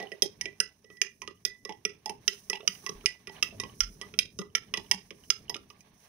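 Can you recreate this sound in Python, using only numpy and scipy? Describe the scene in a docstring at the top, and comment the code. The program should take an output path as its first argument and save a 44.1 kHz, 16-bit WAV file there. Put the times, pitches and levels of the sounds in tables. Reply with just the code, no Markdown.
"""From the start a room stirs: coloured noises rumble, shuffle and rustle like cloth, and the spoon scrapes.
At once a plastic spoon in a glass jar of thick milk starts ticking, about five times a second.
Each tick is a noise crack, a knock of struck modes and a thin ring bent by the milk; rough tones glug.
Fading noise makes a small kitchen answer; brief high tones are grazes of the glass.
From 2.7 s on, low dying tones are bumps on the table. Two unlike microphone ports hear it all."""
import sys
import numpy as np
from scipy import signal
from scipy.fft import rfft, irfft
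from scipy.io import wavfile

SR = 44100
rng = np.random.default_rng(int(sys.argv[2]) if len(sys.argv) > 2 else 0)


def master(y):
    """Save y as 16-bit WAV."""
    cut = np.clip(np.atleast_2d(y).T, -1, 1)
    pcm = np.round(cut * 32767)  # scale
    wavfile.write(sys.argv[1], SR, pcm.astype(np.int16))


N = 268128  # length in samples, about 6.08 s


def from_db(db):
    """Turns decibels into a plain factor."""
    return 10 ** (np.asarray(db) / 20)


def rms_one(x):
    """Scales a sound to an average strength (rms) of 1."""
    return x / np.sqrt(np.mean(x ** 2) + 1e-20)


def in_time(rows):
    """Draws straight lines through a table whose first column is t/s; one curve per other column."""
    s, *columns = np.transpose(rows)
    return [np.interp(np.arange(N) / SR, s, c) for c in columns]


def at_hz(points, hz, column=1):
    """Reads a table at any pitch, on a logarithmic pitch scale."""
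    points = np.array(points)
    return np.interp(np.log(hz + 1), np.log(points[:, 0]), points[:, column])


def band(x, low_hz, high_hz):
    """Keeps the sound between two pitches."""
    return signal.sosfilt(signal.butter(2, [low_hz, high_hz], "band", fs=SR, output="sos"), x)


def drift(per_s):
    """Slow random wandering with a spread of 1; a larger per_s wanders faster."""
    r = np.exp(-2 * np.pi * per_s / SR)
    wander = signal.lfilter([1], [1, -2 * r, r * r], rng.standard_normal(N + SR))
    return rms_one(wander[SR:])


def ring(clicks, hz, t60):
    """A resonator: a click of 1 sets a sine of height 1 ringing, 60 dB down after t60 seconds."""
    r, w = from_db(-60 / (t60 * SR)), 2 * np.pi * hz / SR
    return signal.lfilter([0, np.sin(w)], [1, -2 * r * np.cos(w), r * r], clicks + 1e-18)


def strikes(seconds, sizes):
    """A train of single-sample clicks."""
    clicks = np.zeros(N)
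    clicks[np.round(np.asarray(seconds) * SR).astype(int)] = sizes
    return clicks


def blip(s, db, hz, t60, rise, swell_s):
    """One dying tone whose pitch climbs by the share 'rise' within t60, where it ends."""
    t = np.arange(min(int(t60 * SR), N - int(s * SR))) / SR
    tone = np.sin(2 * np.pi * hz * t * (1 + .5 * rise * t / t60))
    return int(s * SR), tone * from_db(db - 60 * t / t60) * (1 - np.exp(-t / swell_s))


def add_blips(rows):
    """Lays many dying tones into one signal."""
    out = np.zeros(N)
    for row in rows:
        at, tone = blip(*row)
        out[at:at + len(tone)] += tone
    return out


def struck(modes, s, level_db, spread_db, detune, longest_s):
    """Each blow is a touch and two quick bounces; each mode is detuned a little at random on every blow."""
    hz, db, t60 = np.transpose(modes)[:, :, None]
    t = np.arange(int(1.2 * longest_s * SR)) / SR
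    lags = (rng.uniform(.0004, .004, (len(s), 2)) * SR).astype(int)
    luck = rng.standard_normal((len(s), 5, len(modes), 1))
    out = np.zeros(N + SR)
    for at, blow_db, lag, (strength, side, tune, *bounce) in zip(s, level_db(hz).T, lags, luck):
        fades = from_db(blow_db[:, None] + db - 60 * t / np.minimum(t60, longest_s))
        heights = np.sign(side) * from_db(spread_db * strength) * fades
        rings = heights * np.sin(2 * np.pi * hz * (1 + detune * tune) * t)
        sound = np.zeros(len(t) + max(lag))
        for delay, share in zip([0, *lag], [1, 0.71 * bounce[0], 0.2 * bounce[1]]):
            sound[delay:delay + len(t)] += (share * rings).sum(axis=0)
        # chance shares the blow's energy among the modes but does not change its total
        i = round(at * SR)
        out[i:i + len(sound)] += rms_one(sound) * np.sqrt(np.sum(fades ** 2) / len(sound))
    return out[:N]


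def ports(left, right, balance):
    """The two ports share the level unevenly by pitch; the mean of their two gains stays 1."""
    ratio = from_db(at_hz(balance, np.fft.rfftfreq(N, 1 / SR)))
    share = 2 / (1 + ratio)
    return irfft([rfft(left) * ratio * share, rfft(right) * share], N)


# how alike left and right are in the room's noise: f/Hz, likeness (0 to 1)
PORT_LIKENESS = [(60, 0.98), (200, 0.92), (400, 0.94), (800, .3), (2000, 0.12), (6000, 0.01)]
# the ports' balance for the room: f/Hz, left minus right level/dB
ROOM_BALANCE = [(60, -6), (99, 4), (160, -1), (270, 3.5), (450, -13), (740, -6), (1220, -6), (2010, -8.5),
                (3330, -8.5), (5500, -14), (9080, -3), (15000, -1)]


def diffuse(spectrum):
    """Stereo noise of a given colour, alike in the bass, nearly unrelated in the treble."""
    hz = np.fft.rfftfreq(N, 1 / SR)
    mid, side = rfft(rng.standard_normal((2, N))) * from_db(at_hz(spectrum, hz))
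    alike = np.clip(at_hz(PORT_LIKENESS, hz), 0, 1)
    a, b = np.sqrt(1 + alike) * mid, np.sqrt(1 - alike) * side
    return rms_one(ports(irfft(a + b, N), irfft(a - b, N), ROOM_BALANCE))


# how loud each noise of the room is, before it wavers: t/s, level/dB
RUMBLE_COURSE = [(0, -60), (.15, -70), (.46, -58.5), (.75, -70), (1.29, -65), (1.6, -68.5), (2.2, -61.5),
                 (2.45, -68.5), (2.96, -57.5), (3.2, -66), (3.57, -52.5), (3.9, -58.5), (4.5, -61),
                 (4.8, -55.5), (5.1, -65.5), (5.5, -57.5), (5.8, -65), (6.08, -70.5)]
SHUFFLE_COURSE = [(0, -53), (.12, -65), (.56, -71), (1.1, -81.5), (1.901, -75), (2.3, -67.5), (2.55, -75),
                  (2.9, -60.5), (3.25, -72), (3.358, -54), (3.5, -65), (3.71, -61.5), (3.85, -82),
                  (4.05, -61), (4.3, -81.5), (4.7, -67.5), (5.2, -72.5), (6.08, -68.5)]
RUSTLE_COURSE = [(0, -59), (.1, -69.5), (1.1, -74.5), (1.51, -71), (1.64, -74), (2.2, -72.5), (2.34, -54.5),
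                 (2.57, -70), (2.73, -56), (3.12, -63), (3.27, -73), (3.35, -62), (3.55, -64),
                 (3.85, -60.5), (4.151, -66.5), (4.5, -73.5), (4.9, -63.5), (5.08, -70), (5.301, -60),
                 (5.501, -73.5), (5.85, -72.5), (6.08, -65)]


def stir_levels():
    """The levels of rumble, shuffle and rustle in dB, each with a slow random waver."""
    courses = (RUMBLE_COURSE, SHUFFLE_COURSE, RUSTLE_COURSE)
    return [in_time(course)[0] + 2.4 * drift(18.0) for course in courses]


# colour of the rumble: f/Hz, relative level/dB
RUMBLE_COLOUR = [(15, -28.5), (25, -3), (97, 9), (156, 7.5), (203, 9.5), (314, -1), (370, -2.5), (420, -5),
                 (500, -12.5), (650, -10.5), (1100, -120)]


def rumble(level_db):
    """Low coloured noise that swells and sinks."""
    return from_db(level_db) * diffuse(RUMBLE_COLOUR)


# colour of the shuffle: f/Hz, relative level/dB
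SHUFFLE_COLOUR = [(210, -54), (350, -26.5), (604, -5.5), (926, -6), (1100, -5), (1350, -15.5), (1700, -8),
                  (1930, -9.5), (4500, -15.5), (5850, -42.5), (9900, -120)]


def shuffle(level_db):
    """Middle-pitched coloured noise that comes and goes."""
    return from_db(level_db) * diffuse(SHUFFLE_COLOUR)


# colour of the cloth: f/Hz, relative level/dB
RUSTLE_COLOUR = [(2350, -67), (4000, -6), (4100, -9), (4560, -7.5), (5070, 0), (5700, 4), (5840, 8.5),
                 (6230, 5), (7180, -13), (8370, -5.5), (9650, 2.5), (13500, -9), (15100, -1.5),
                 (15700, -1.5), (15900, -37.5)]


def cloth_rustle(level_db):
    """Cloth heard as high coloured noise that comes and goes."""
    return from_db(level_db) * diffuse(RUSTLE_COLOUR)


# body modes of jar and spoon: f/Hz, relative level/dB, t60/s (the scrape uses its own, the knock caps it)
BODY_MODES = [(1300, -20.5, 0.09), (1793, -17.5, 0.09), (2085, -48.5, 0.09), (2290, 8.5, 0.0047),
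              (2490, 1.5, 0.09), (2752, 0, 0.029), (3024, 6.5, 0.0059), (3010, 3, 0.016), (3270, 0, 0.054),
              (3570, -8.5, 0.057), (3740, 1, 0.018), (3986, 0, 0.042)]


def scrape(level_db):
    """The spoon drags along the glass: sparse uneven grains set the body modes ringing."""
    grains_per_s, t60_s = 200, .015
    out = np.zeros(N)
    for hz, db, _ in BODY_MODES:
        present = rng.random(N) < grains_per_s / len(BODY_MODES) / SR
        sizes = from_db(3.5 * np.minimum(rng.exponential(1, N), 3))
        out += ring(from_db(db) * present * sizes, hz, t60_s)
    return from_db(level_db) * rms_one(band(out, 700, 4500))


# hollow modes of the jar: f/Hz, relative level/dB, t60/s
HOLLOW_MODES = [(190, -7, 0.06), (337, -11.5, 0.082), (418.3, 2, 0.088), (557, -13, 0.048)]


def swirl_hum(rumble_db):
    """Swirling milk keeps one hollow mode humming: noise feeds its resonator, 12 dB under the rumble."""
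    hz, _, t60 = HOLLOW_MODES[2]
    return from_db(rumble_db - 12) * rms_one(ring(rng.standard_normal(N), hz, t60))


# spoon on glass: t/s, bright level/dB, body level/dB, body f/Hz, ring level/dB
TICK_BLOWS = [(.001, -47, -42, 2270, -37), (0.0257, -50, -47, 3500, -73.5),
              (0.118, -47, -35.5, 1870, -34.5), (0.222, -17, -24, 3500, -39.5),
              (0.411, -28.5, -32, 2230, -37.5), (0.4561, -40, -32, 2350, -38.5),
              (0.6014, -18.5, -27, 2770, -37.5), (0.8435, -60, -64.5, 3000, -57.5),
              (0.9013, -63.5, -57.5, 3050, -54), (0.9692, -57, -63, 3010, -60),
              (1.016, -20.5, -22, 2490, -44.5), (1.2178, -40.5, -40.5, 2490, -46.5),
              (1.276, -43, -39.5, 3260, -50), (1.451, -22, -32, 3010, -39.5),
              (1.6507, -38, -45, 3260, -41.5), (1.693, -45.5, -40, 2170, -51),
              (1.723, -50.5, -50, 2740, -82.5), (1.8509, -24.5, -27, 2590, -37.5),
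              (2.0587, -32, -43, 3200, -45), (2.0948, -35.5, -38.5, 2290, -53),
              (2.2785, -19, -23.5, 3010, -30), (2.4987, -25.5, -38.5, 2920, -33),
              (2.5308, -38.5, -30.5, 2880, -71), (2.5553, -44, -39.5, 2760, -64),
              (2.606, -61.5, -49.5, 3010, -75), (2.6764, -18.5, -23, 2680, -45.5),
              (2.8639, -32.5, -36, 2500, -34.5), (2.8925, -34, -41, 3740, -82.5),
              (3.0591, -18.5, -22.5, 2490, -34), (3.272, -43, -41, 2560, -46.5),
              (3.2955, -53, -51, 3150, -85.5), (3.4261, -21.5, -21.5, 2780, -41.5),
              (3.5995, -30.5, -33.5, 3930, -35.5), (3.6362, -44, -40.5, 2440, -61.5),
              (3.8055, -18, -27.5, 2840, -42), (4.0137, -38.5, -39.5, 3140, -41),
              (4.139, -52.5, -45.5, 3010, -66.5), (4.1892, -18.5, -19, 3580, -46),
              (4.3888, -35, -40.5, 3570, -53), (4.4156, -48, -49, 3270, -44.5),
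              (4.5511, -21.5, -20, 2230, -29), (4.7389, -31, -20, 1890, -31),
              (4.773, -33.5, -34.5, 3280, -34.5), (4.9131, -17, -22, 2490, -26.5),
              (5.1062, -49, -42.5, 2840, -48.5), (5.3023, -17, -25.5, 2880, -39),
              (5.4959, -29.5, -40, 2840, -40), (5.5434, -41, -35, 3040, -52),
              (5.565, -42.5, -45.5, 3130, -71), (5.7015, -51.5, -52, 2810, -60.5),
              (5.8067, -54.5, -60, 2430, -70)]
# bright modes of jar and spoon: f/Hz, relative level/dB, t60/s (capped in the knock)
BRIGHT_MODES = [(5135, -3, 0.045), (4924, -8.5, 0.082), (5172, 1.5, 0.075), (5440, -3, 0.0024),
                (5660, -2, 0.053), (6122, -6, 0.12), (6110, -3, 0.039), (7330, -28.5, 0.045),
                (9775, -18, 0.03), (9360, -8.5, 0.045), (9440, -36, 0.004), (11890, -16, 0.033),
                (11250, -15.5, 0.009), (13100, -17, .008), (14500, -32.5, 0.03)]


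def knock():
    """The short clack of a blow: bright modes, and body modes favoured when near the blow's own pitch."""
    s, bright, body, body_hz, _ = np.transpose(TICK_BLOWS)
    focus_db_per_octave, longest_t60_s = 20.5, .024

    def near(hz):
        return body - focus_db_per_octave * np.abs(np.log2(hz / body_hz))

    high = struck(BRIGHT_MODES, s, lambda hz: bright + 0 * hz, 2.8, .012, longest_t60_s)
    low = struck(BODY_MODES, s, near, 3, .03, longest_t60_s)
    return band(high, 3500, 16000) + band(band(low, 1600, 4800), 1500, 6000)


def crack():
    """The plastic edge snaps: a broad burst of noise that dies in milliseconds."""
    s, bright, *_ = np.transpose(TICK_BLOWS)
    fade_s = 0.00087
    snaps = strikes(s, from_db(bright - 7.5))
    shape = signal.lfilter([1], [1, -np.exp(-1 / (fade_s * SR))], snaps + 1e-18)
    return band(band(shape * rng.standard_normal(N), 1600, 14000), 1600, 14000)


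# the free ring, until the returning milk mutes it: t/s, t60/s (held to 0.06-0.6), lasts/s
FREE_RING = [(0, .2, .07), (.13, 0.066, 0.045), (.6, 0.21, 0.13), (1.05, 0.64, 0.093), (1.25, 0.11, .06),
             (1.47, 0.38, 0.41), (1.7, 0.2, .1), (2.25, 0.074, 0.15), (2.7, 0.27, 0.16), (2.88, 0.13, 0.08),
             (3.1, .25, 0.22), (3.8, 0.13, .07), (4.3, 0.24, 0.063), (4.6, 0.037, 0.13), (6.08, 0.1, 0.065)]


def wall_ring():
    """One wall mode rings on: each blow pushes it flat, and it climbs back as the milk settles."""
    top_hz, sag_hz, settle_s, waver_hz, muted_t60_s = 2001.7, 48.4, 0.088, 8, 0.06
    s, *_, level_db = np.transpose(TICK_BLOWS)
    t, (t60, lasts) = np.arange(N) / SR, in_time(FREE_RING)
    since = t - s[np.maximum(np.searchsorted(s, t) - 1, 0)]  # time since the last blow
    hz = top_hz - sag_hz * np.exp(-np.abs(since) / settle_s) + waver_hz * drift(17.0)
    t60 = np.where(since > lasts, muted_t60_s, np.clip(t60, .06, .6))
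    # a turning, shrinking arrow; dividing each click by it starts that click's ring afresh
    motion = np.exp(np.cumsum(2j * np.pi * hz - np.log(1000) / t60) / SR)
    rings = (motion * np.cumsum(strikes(s, from_db(level_db)) / motion)).imag
    return band(rings, 1880, 2050) * from_db(2.5 * drift(30.))


# low hollow knock of the jar and rough glug at each blow: t/s, glug level/dB, glug f/Hz, hollow level/dB
LOW_BLOWS = [(.001, -30.5, 720, -42), (0.028, -36.5, 734, -41.5), (0.117, -38, 570, -43.5),
             (0.223, -38, 757, -32.5), (0.41, -46.5, 914, -57), (0.455, -44.5, 567, -43),
             (0.602, -28.5, 1507, -44), (0.843, -70, 1200, -57), (0.902, -53, 1240, -54),
             (1.017, -60, 784, -46), (1.219, -35.5, 1000, -53.5), (1.277, -38.5, 1190, -46.5),
             (1.452, -48, 1430, -47.5), (1.653, -42, 1100, -44.5), (1.693, -31.5, 850, -44),
             (1.852, -37.5, 1300, -36), (2.06, -29, 832, -50.5), (2.096, -31, 874, -41.5),
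             (2.277, -37.5, 1360, -42), (2.501, -37.5, 1237, -41), (2.53, -31.5, 868, -43.5),
             (2.603, -46, 1120, -49), (2.63, -42, 574, -55), (2.674, -34.5, 1235, -49),
             (2.838, -47.5, 1100, -57), (2.865, -33, 1095, -52.5), (2.893, -36.5, 1120, -39.5),
             (3.04, -48.5, 1300, -52), (3.059, -67, 1230, -52), (3.275, -44, 1150, -48),
             (3.296, -41.5, 860, -50.5), (3.425, -31.5, 1235, -48), (3.525, -42, 550, -59.5),
             (3.599, -37.5, 1090, -43.5), (3.634, -33, 1053, -45), (3.697, -52, 1120, -66),
             (3.805, -27.5, 1356, -73), (4.013, -40, 1116, -48), (4.033, -45.5, 1210, -65),
             (4.138, -48, 1350, -50.5), (4.191, -43, 1480, -49), (4.39, -35.5, 1170, -34.5),
             (4.416, -36, 1200, -47), (4.551, -34, 1353, -47.5), (4.738, -30, 1120, -45),
             (4.775, -35, 910, -43), (4.914, -27.5, 915, -48.5), (5.109, -48, 1140, -48),
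             (5.303, -30.5, 1290, -52.5), (5.495, -30.5, 911, -46), (5.557, -38.5, 1200, -46.5),
             (5.703, -46.5, 1157, -62.5)]


def hollow_knock():
    """The low hollow knock of the jar at each blow: its low modes are struck."""
    s, *_, level_db = np.transpose(LOW_BLOWS)
    return band(struck(HOLLOW_MODES, s, lambda hz: level_db + 0 * hz, 3, .012, .16), 200, 1100)


def glugs():
    """Short rough glugs of three close pitches; high ones ring longer, low ones climb most in pitch."""
    rows = []
    pitches = 1 + .1 * rng.standard_normal((len(LOW_BLOWS), 3)) * [0, 1, 1]
    for (s, db, glug_hz, _), shares in zip(LOW_BLOWS, pitches):
        for share, side_db in zip(shares, (3., -3., -5.)):
            t60 = .036 * (glug_hz / 1100) ** 0.93
            rise = min(.1 * (glug_hz / 1100) ** -1.7, .3)
            rows.append((s, db + side_db, glug_hz * share, t60, rise, .004))
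    return add_blips(rows)


# how the kitchen answers: f/Hz, t60/s, relative level/dB
KITCHEN_ECHO = [(212, 0.3, 6.5), (583, 0.15, 4.5), (1200, 0.22, -7), (2500, 0.21, -10.5), (5450, 0.2, -16),
                (10550, 0.073, -8)]


def kitchen(x):
    """Dense echoes after a short gap: half-octave noise bands, each dying at its own rate, new per port."""
    gap_s = 0.0027
    t = np.arange(SR // 2) / SR
    answer = 0
    for hz in 125 * 2 ** np.arange(0, 7, .5):
        noise = band(rng.standard_normal((2, len(t))), hz, hz * np.sqrt(2))
        t60 = at_hz(KITCHEN_ECHO, hz)
        fade = from_db(at_hz(KITCHEN_ECHO, hz, column=2) - 60 * t / t60)
        fade = fade * np.sqrt(2 * np.log(1000) / (t60 * SR))  # long tails get no extra energy
        answer = answer + noise * fade * np.clip(t / gap_s - 1, 0, 1)
    return signal.fftconvolve(answer, x[None])[:, :N]


# spoon grazing the wall: t/s, level/dB
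WALL_GRAZES = [(0.0707, -33), (1.3735, -52.5), (2.63, -45), (3.0097, -42.5), (3.3657, -35.5), (3.6594, -40),
               (3.696, -39), (4.038, -47.5), (4.501, -53), (4.8633, -43), (5.237, -41.5), (5.4814, -38)]


def grazes():
    """Brief ticks where the spoon grazes the glass: 14 ms tones at 2950 Hz that climb by 6 percent."""
    return add_blips([(s, db, 2950, .014, .06, .001) for s, db in WALL_GRAZES])


# bumps on the table: t/s, level/dB, f/Hz, t60/s
TABLE_BUMPS = [(2.688, -37, 190, 0.1), (2.95, -45, 38.7, 0.32), (3.551, -44, 98.7, 0.36),
               (3.816, -33, 41, 0.36), (4.941, -35.5, 190, 0.16)]


def bumps():
    """Soft pushes on the table top boom briefly: low dying tones of steady pitch."""
    return add_blips([(s, db, hz, t60, 0, 0.0048) for s, db, hz, t60 in TABLE_BUMPS])


# the ports' balance for the jar: f/Hz, left minus right level/dB
JAR_BALANCE = [(60, -6), (99, -1.5), (160, 4.5), (270, -8.5), (450, -9), (740, -8), (1220, -9),
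               (2010, -14.5), (3330, -5.5), (5500, -16.5), (9080, 0), (15000, 10.5)]


def scene():
    """Jar, its echoes, the table and the stir of the room, added up at the two ports."""
    rumble_db, shuffle_db, rustle_db = stir_levels()
    stir = rumble(rumble_db) + shuffle(shuffle_db) + cloth_rustle(rustle_db)
    clack = scrape(shuffle_db - 14.0) + knock() + crack() + glugs() + grazes()
    rings = swirl_hum(rumble_db) + wall_ring() + hollow_knock()
    ticks = clack + rings
    # the left port hears the ticks smeared over seven samples
    smeared = signal.lfilter([0.34, -0.4, 0.69, 0.18, 0.39, 0.16, -0.00047], [1], ticks)
    flutter = from_db(3 * np.array([drift(60.), drift(60.)]))  # the echoes flutter a little
    echoes = kitchen(clack + .4 * rings) * flutter
    return ports(smeared + echoes[0], ticks + echoes[1], JAR_BALANCE) + stir + bumps()


def top_cut(x):
    """Nothing passes above the cut-off."""
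    return signal.sosfilt(signal.butter(12, 16570, fs=SR, output="sos"), x)


def record(dry):
    """The microphones add a steady treble hiss, and the top above about 17 kHz is cut."""
    hiss = from_db(-85) * band(rng.standard_normal(dry.shape), 13000, 15500)
    cut = signal.cheby2(10, 50, 17000, fs=SR, output="sos")
    mix = signal.sosfilt(cut, dry + hiss)
    return top_cut(mix)


dry = scene()
out = record(dry)
master(out)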